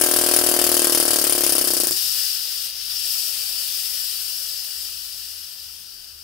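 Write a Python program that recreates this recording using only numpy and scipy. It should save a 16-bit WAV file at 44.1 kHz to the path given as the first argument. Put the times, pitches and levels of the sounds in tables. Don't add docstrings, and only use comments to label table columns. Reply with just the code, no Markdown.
import sys
import numpy as np
from scipy import signal
from scipy.io import wavfile
from scipy.ndimage import uniform_filter1d

SR = 44100
rng = np.random.default_rng(int(sys.argv[2]) if len(sys.argv) > 2 else 0)


def master_out(mix):
    frames = np.transpose(np.atleast_2d(mix))
    ceiling = np.clip(frames, -1, 1)
    pcm = np.round(ceiling * 32767).astype(np.int16)
    wavfile.write(sys.argv[1], SR, pcm)


def convert_level_to_amplitude(level_db):
    exponent = np.asarray(level_db, float) / 20
    return 10 ** exponent


N = 274743
LAST_POP_S, STALL_S = 1.93, 2.0
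FULL_SPEED = 39.9502


def evened(x):
    return x / np.sqrt(np.mean(x ** 2) + 1e-20)


def read(points, hz):
    f, value = np.transpose(points)
    return np.interp(np.log(hz + 1), np.log(f + 1), value)


def sides(lean_db):
    return convert_level_to_amplitude(np.array([[lean_db / 2], [-lean_db / 2]]))


def highpass(order, hz):
    return signal.butter(order, hz, "high", fs=SR, output="sos")


# frequency in Hz, likeness from 0 to 1.
SAME = [(60, 0.68), (130, 0.45), (250, 0.85), (700, 1), (1500, 0.33), (3000, 0.86), (7000, 0.84),
        (15000, 0.16)]


def air(colour, lean, patchy_db, flicker_db, size=512):
    frames, hz = 4 * N // size + 5, np.fft.rfftfreq(size, 1 / SR)
    a, b, c, d, patches = rng.standard_normal((frames, len(hz), 5)).T
    patches = evened(uniform_filter1d(uniform_filter1d(patches, 12, 0), 16, 1))
    flicker = evened(uniform_filter1d(rng.standard_normal(frames), size=3))

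    same = np.clip(read(SAME, hz), -1, 1)[:, None]
    left = a + 1j * b
    right = same * left + np.sqrt(1 - same ** 2) * (c + 1j * d)

    side_db = read(lean, hz)[:, None] / 2
    frame_s = np.arange(frames) * size / 4 / SR
    level_db = colour(hz[:, None], frame_s) + patchy_db * patches + flicker_db * flicker
    spectra = np.array([left, right]) * convert_level_to_amplitude(level_db + np.array([side_db, -side_db]))
    return evened(signal.istft(spectra, nperseg=size, noverlap=3 * size // 4)[1][:, :N])


# frequency in Hz, strength in dB per Hz.
ROOM = [(20, -4.5), (40, -1), (78, -7.5), (145, -9), (220, -16), (265, -17.5), (350, -14), (600, -22.5),
        (1000, -19), (1500, -12.5), (2500, -34)]
# time in seconds, half width in seconds, depth in dB.
LULLS = [(2.38, .07, -20), (2.55, 0.22, -6), (3.2, 0.077, -24), (4.1, 0.49, -7), (4.37, 0.031, -22),
         (4.68, 0.064, -11), (5.13, .05, -5), (5.53, 0.049, -49), (5.93, 0.11, -18)]


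def room():
    rumble = convert_level_to_amplitude(-59.5) * air(lambda hz, _: read(ROOM, hz), LEAK_LEAN, patchy_db=1.4, flicker_db=-0.5, size=4096)
    t = np.arange(N) / SR
    waver = evened(uniform_filter1d(uniform_filter1d(rng.standard_normal(N), 5000), 5000))
    drone_hz = 75.1 + 0.96 * waver
    lull_db = sum(db * np.exp(-((t - s) / width) ** 2) for s, width, db in LULLS)
    drone = convert_level_to_amplitude(-60.5 + lull_db + 3.5) * np.sin(2 * np.pi * np.cumsum(drone_hz) / SR)
    return rumble + drone


# delay in seconds, left dB, right dB.
ECHOES = [(0, 2, -8), (.0008, -55, -61), (.0033, -48, -5), (.0052, -16.5, -12.5), (.0068, -19, -18),
          (.009, -66, -6.5)]


def bench(x):
    taps = np.zeros((2, 8000))
    at = np.arange(200, 7980, 20) + rng.integers(0, 20, (2, 389))
    fade = convert_level_to_amplitude(-60 * at / SR / 0.38)
    np.put_along_axis(taps, at, rng.choice([-1., 1.], at.shape) * fade, 1)
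    taps *= convert_level_to_amplitude(np.array([[-8.], [-2.5]])) / np.linalg.norm(taps[0])
    for s, left_db, right_db in ECHOES:
        taps[:, round(s * SR)] += convert_level_to_amplitude(np.array([left_db, right_db]))
    return signal.fftconvolve(x, taps, axes=1)[:, :N]


def speed(t):
    sag = 1.80315 * t ** 2.79007
    stall = 33.057 * np.exp((np.minimum(t, STALL_S) - STALL_S) / .04981)
    return np.maximum(FULL_SPEED - sag - stall, 0) * (t < STALL_S)


def dying_db(t):
    return -250 * np.maximum(t - 1.94, 0)


def pop_level_db(lost):
    return np.maximum(-25 - 13.5 * lost, -32)


# multiple of the crank speed, level in dB, left minus right in dB.
THRUM = [(1, -56.5, 17), (2, -51, 13.5), (3, -56.5, 12), (4, -52, -10), (5, -69, -2), (6, -55, 0)]


def thrum(t, turns, lost, luck):
    heave_db = 61 * np.minimum(lost, .2)
    shake = 0
    for k, db, lean_db in THRUM:
        level = convert_level_to_amplitude(db + (k > 5.5) * heave_db)
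        shake = shake + level * sides(lean_db) * np.sin(2 * np.pi * round(k) * turns)
    return shake * convert_level_to_amplitude(2.1 * (pop_level_db(lost) + 25.0) + dying_db(t) + 0.97 * uniform_filter1d(luck, 1000))


# frequency in Hz, strength in dB per Hz.
RATTLE = [(30, -6), (100, -10), (200, 1), (450, 1), (800, -12), (1500, -40)]


def rattle(t, port_db):
    noise = air(lambda hz, _: read(RATTLE, hz), [(100, -2), (800, 3)], patchy_db=-1.0, flicker_db=1.0, size=2048)
    return convert_level_to_amplitude(-50.5 + dying_db(t) + 0.27 * port_db) * noise


# part of a turn from 0 to 1, opening in dB.
PORT = [(0, -9), (.03, 0), (.33, -1.5), (.48, -8), (.7, -11), (.95, -12), (1, -9)]


def port_opening(t, turns, lost, luck):
    running = t < LAST_POP_S
    linger = 1.15 + 2.9 * lost * running
    port_db = np.interp((turns % 1) ** linger, *np.transpose(PORT)) + 0.65 * luck * running
    return np.where(t > LAST_POP_S, 0.36 * port_db, port_db)


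# time in seconds, opening in dB.
VALVE = [
    (2.22, -0.9),
    (2.44, -3.5),
    (2.55, -3.5),
    (2.675, -3.5),
    (2.72, -7.5),
    (2.8, -6),
    (3.12, -0.5),
    (3.5, -2),
    (3.75, -0.5),
]


def flow(t):
    lost = np.minimum(1 - speed(t) / FULL_SPEED, .25)
    warmup_db = -7 * np.exp(-t / 0.36)
    running = -30 + warmup_db, -2.5 + 16 * lost, -2.5

    drain_db = -0.8152 * np.maximum(t - STALL_S, 0) ** 2.182
    valve_db = np.interp(t, *np.transpose(VALVE))
    surge_db = 2.5 * np.exp(-((t - STALL_S) / .2) ** 2)
    treble_db = 1.1 + 0.16 * drain_db + 0.74 * valve_db - .6 * surge_db
    low_db = 0.13 * valve_db - 0.77 * surge_db
    still = -30 + surge_db + drain_db + valve_db, treble_db, low_db

    stalled = np.clip((t - 1.86) / (STALL_S - 1.86), 0, 1)
    return [a + stalled * (b - a) for a, b in zip(running, still)]


# frequency in Hz, strength in dB per Hz.
LEAK = [(150, -41.5), (600, -22.5), (1100, -26.5), (1560, -18), (2200, -13.5), (2750, -11), (4300, -6),
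        (4500, -5.5), (5600, -3.5), (5850, -6), (6910, -13.5), (7920, -9.5), (14000, -7.5), (15900, -9)]
# frequency in Hz, width in Hz, lift in dB.
WHISTLES = [(1340, 16, 10), (2170, 200, -9), (2890, 360, 5.5), (4615, 72, 12), (4653, 63, -7),
            (4750, 150, 6), (5138, 277, 7.5), (5420, 120, 1.5), (5950, 92, -10.5), (7660, 100, -0.5),
            (7820, 110, 2), (8720, 180, 2.5), (9060, 65, -4), (9700, 110, 4), (10500, 87, 6.5),
            (12600, 89, -0.5), (12700, 80, -4), (13430, 260, 4), (14200, 130, 7.5), (14600, 150, -2)]


def leak_colour(hz, t):
    _, treble_db, low_db = flow(t)
    lifts = sum(db / (1 + (2 * (hz - f) / width) ** 2) for f, width, db in WHISTLES)
    treble = np.clip((hz - 5800) / 1500, 0, 1)
    low = np.clip((4200 - hz) / 1000, 0, 1)
    return read(LEAK, hz) + lifts + treble * treble_db + low * low_db


# frequency in Hz, left minus right in dB.
LEAK_LEAN = [(60, 1.0), (110, 1.7), (200, 0.5), (380, 0.54), (700, 2.3), (1290, 4), (2380, 0.81),
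             (4400, 5.6), (8120, 11), (15000, 7.5)]


def leak(t, port_db):
    noise = air(leak_colour, LEAK_LEAN, patchy_db=0.9, flicker_db=0.56, size=1024)
    return convert_level_to_amplitude(flow(t)[0] + 7.5 + port_db) * noise


# frequency in Hz, strength in dB per Hz.
JET = [(600, -28), (1000, -13), (1500, -9.5), (2200, -12.5), (3010, -5.5), (3930, -10.5), (4680, -4.5),
       (7190, -8.5), (9940, -3), (12500, -4), (15900, -7.5)]
# frequency in Hz, left minus right in dB.
JET_LEAN = [(60, 12), (110, 5.9), (200, 0.5), (380, 1.5), (700, 2.7), (1290, 3.8), (2380, 0.77),
            (4400, 1.7), (8120, 9.9), (15000, 4)]


def jet(t, lost, port_db):
    jet_db = np.maximum(-18.5 - 24 * lost, -34)
    noise = air(lambda hz, _: read(JET, hz), JET_LEAN, patchy_db=1.5, flicker_db=-1.5)
    return convert_level_to_amplitude(jet_db + 1.5 + 0.85 * port_db + dying_db(t)) * noise


# frequency in Hz, level in dB.
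CRACK = [(800, -16), (2000, -31.5), (3200, -15.5), (5000, -7.5), (7000, -10), (8500, -0.5), (10500, 4),
         (13000, -8), (16000, 1)]


def cracks(t, lost, fired, luck):
    crack_db = -27.5 - 0.5 * lost
    u = t[:300]
    shape = u / 0.0012 * np.exp(1 - u / 0.00074)
    burst = signal.oaconvolve(fired * convert_level_to_amplitude(crack_db + 23.5 + 0.28 * luck), shape)[:N]
    return burst * air(lambda hz, _: read(CRACK, hz), JET_LEAN, patchy_db=3.5, flicker_db=-1.5)


START_TURN = .5085
# frequency in Hz, level in dB, time to fade 60 dB in seconds,
# left minus right in dB.
BODY = [(278.8, -2, 0.11, 5.5), (312, -2.5, 0.047, 1), (353.2, 10.5, 0.097, 2.5), (456, 4.5, 0.035, -4),
        (500.3, 3, 0.061, 6.5), (601, 3.5, 0.077, 10), (622, -2.5, 0.064, -14), (711.6, -1, 0.13, 3.5),
        (755.5, -7.5, 0.1, 12), (863, -7.5, 0.05, 25.5), (995, -17, 0.12, 6.5), (1047, -9, 0.11, 19),
        (1097, -6, 0.074, -4), (1160, -17, 0.26, 6), (1245, -15, 0.11, -23), (1331, -8, 0.066, 23.5),
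        (1518, -13.5, 0.031, 26), (1596, -6.5, 0.12, -5), (1680, -17, .04, 26), (1865, -17, 0.1, 11),
        (2270, -36, .03, 5)]


def pops(t, lost, fired, luck):
    u = t[:5000]
    ring = 0
    for hz, db, t60, lean_db in BODY:
        ring = ring + convert_level_to_amplitude(db - 60 * u / t60) * np.sin(2 * np.pi * hz * u) * sides(lean_db)
    kick_hz = 490
    ring += convert_level_to_amplitude(0.5) * np.tanh(2.5 * np.sin(2 * np.pi * kick_hz * u)) * (u < 1 / kick_hz)
    ring *= np.sqrt(SR / 20 / np.sum(ring ** 2))

    x = signal.oaconvolve(fired[None] * convert_level_to_amplitude(pop_level_db(lost) + .5 * luck), ring, axes=1)[:, :N]
    earlier = ring[:, round(START_TURN / FULL_SPEED * SR):]
    x[:, :earlier.shape[1]] += convert_level_to_amplitude(-25) * earlier
    rest = round(1.962 * SR)
    x[:, rest:rest + len(u)] += convert_level_to_amplitude(-47) * ring

    x -= np.clip(1.45 * lost, 0, .8) * signal.sosfiltfilt(highpass(2, 520), x)
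    x = signal.lfilter(*signal.butter(2, 190, "high", fs=SR), x)
    return signal.sosfiltfilt(highpass(3, 228), x)


def motor():
    t = np.arange(N) / SR
    turns = START_TURN + np.cumsum(speed(t)) / SR
    lost = 1 - speed(t) / FULL_SPEED
    luck = rng.standard_normal((100, 3))[turns.astype(int)].T
    fired = (np.diff(np.floor(turns), prepend=0) > 0) * (t < LAST_POP_S)
    port_db = port_opening(t, turns, lost, luck[0])
    hiss = leak(t, port_db) + jet(t, lost, port_db) + cracks(t, lost, fired, luck[1])
    knocks = thrum(t, turns, lost, luck[0]) + rattle(t, port_db) + pops(t, lost, fired, luck[2])
    return hiss, knocks


def scene():
    hiss, knocks = motor()
    edges = signal.sosfilt(highpass(2, 1000), knocks)
    return bench(hiss + convert_level_to_amplitude(-16.0) * edges) + knocks + room()


def low_pass(x):
    return signal.sosfilt(signal.butter(12, 16520, fs=SR, output="sos"), x)


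def record(dry):
    clipped = np.clip(dry, -1, 1)
    lowpass = signal.firwin(2047, 15770, window=("kaiser", 9), fs=SR)
    limited = signal.oaconvolve(clipped, lowpass[None], "same")
    return low_pass(limited)


dry = scene()
out = record(dry)
master_out(out)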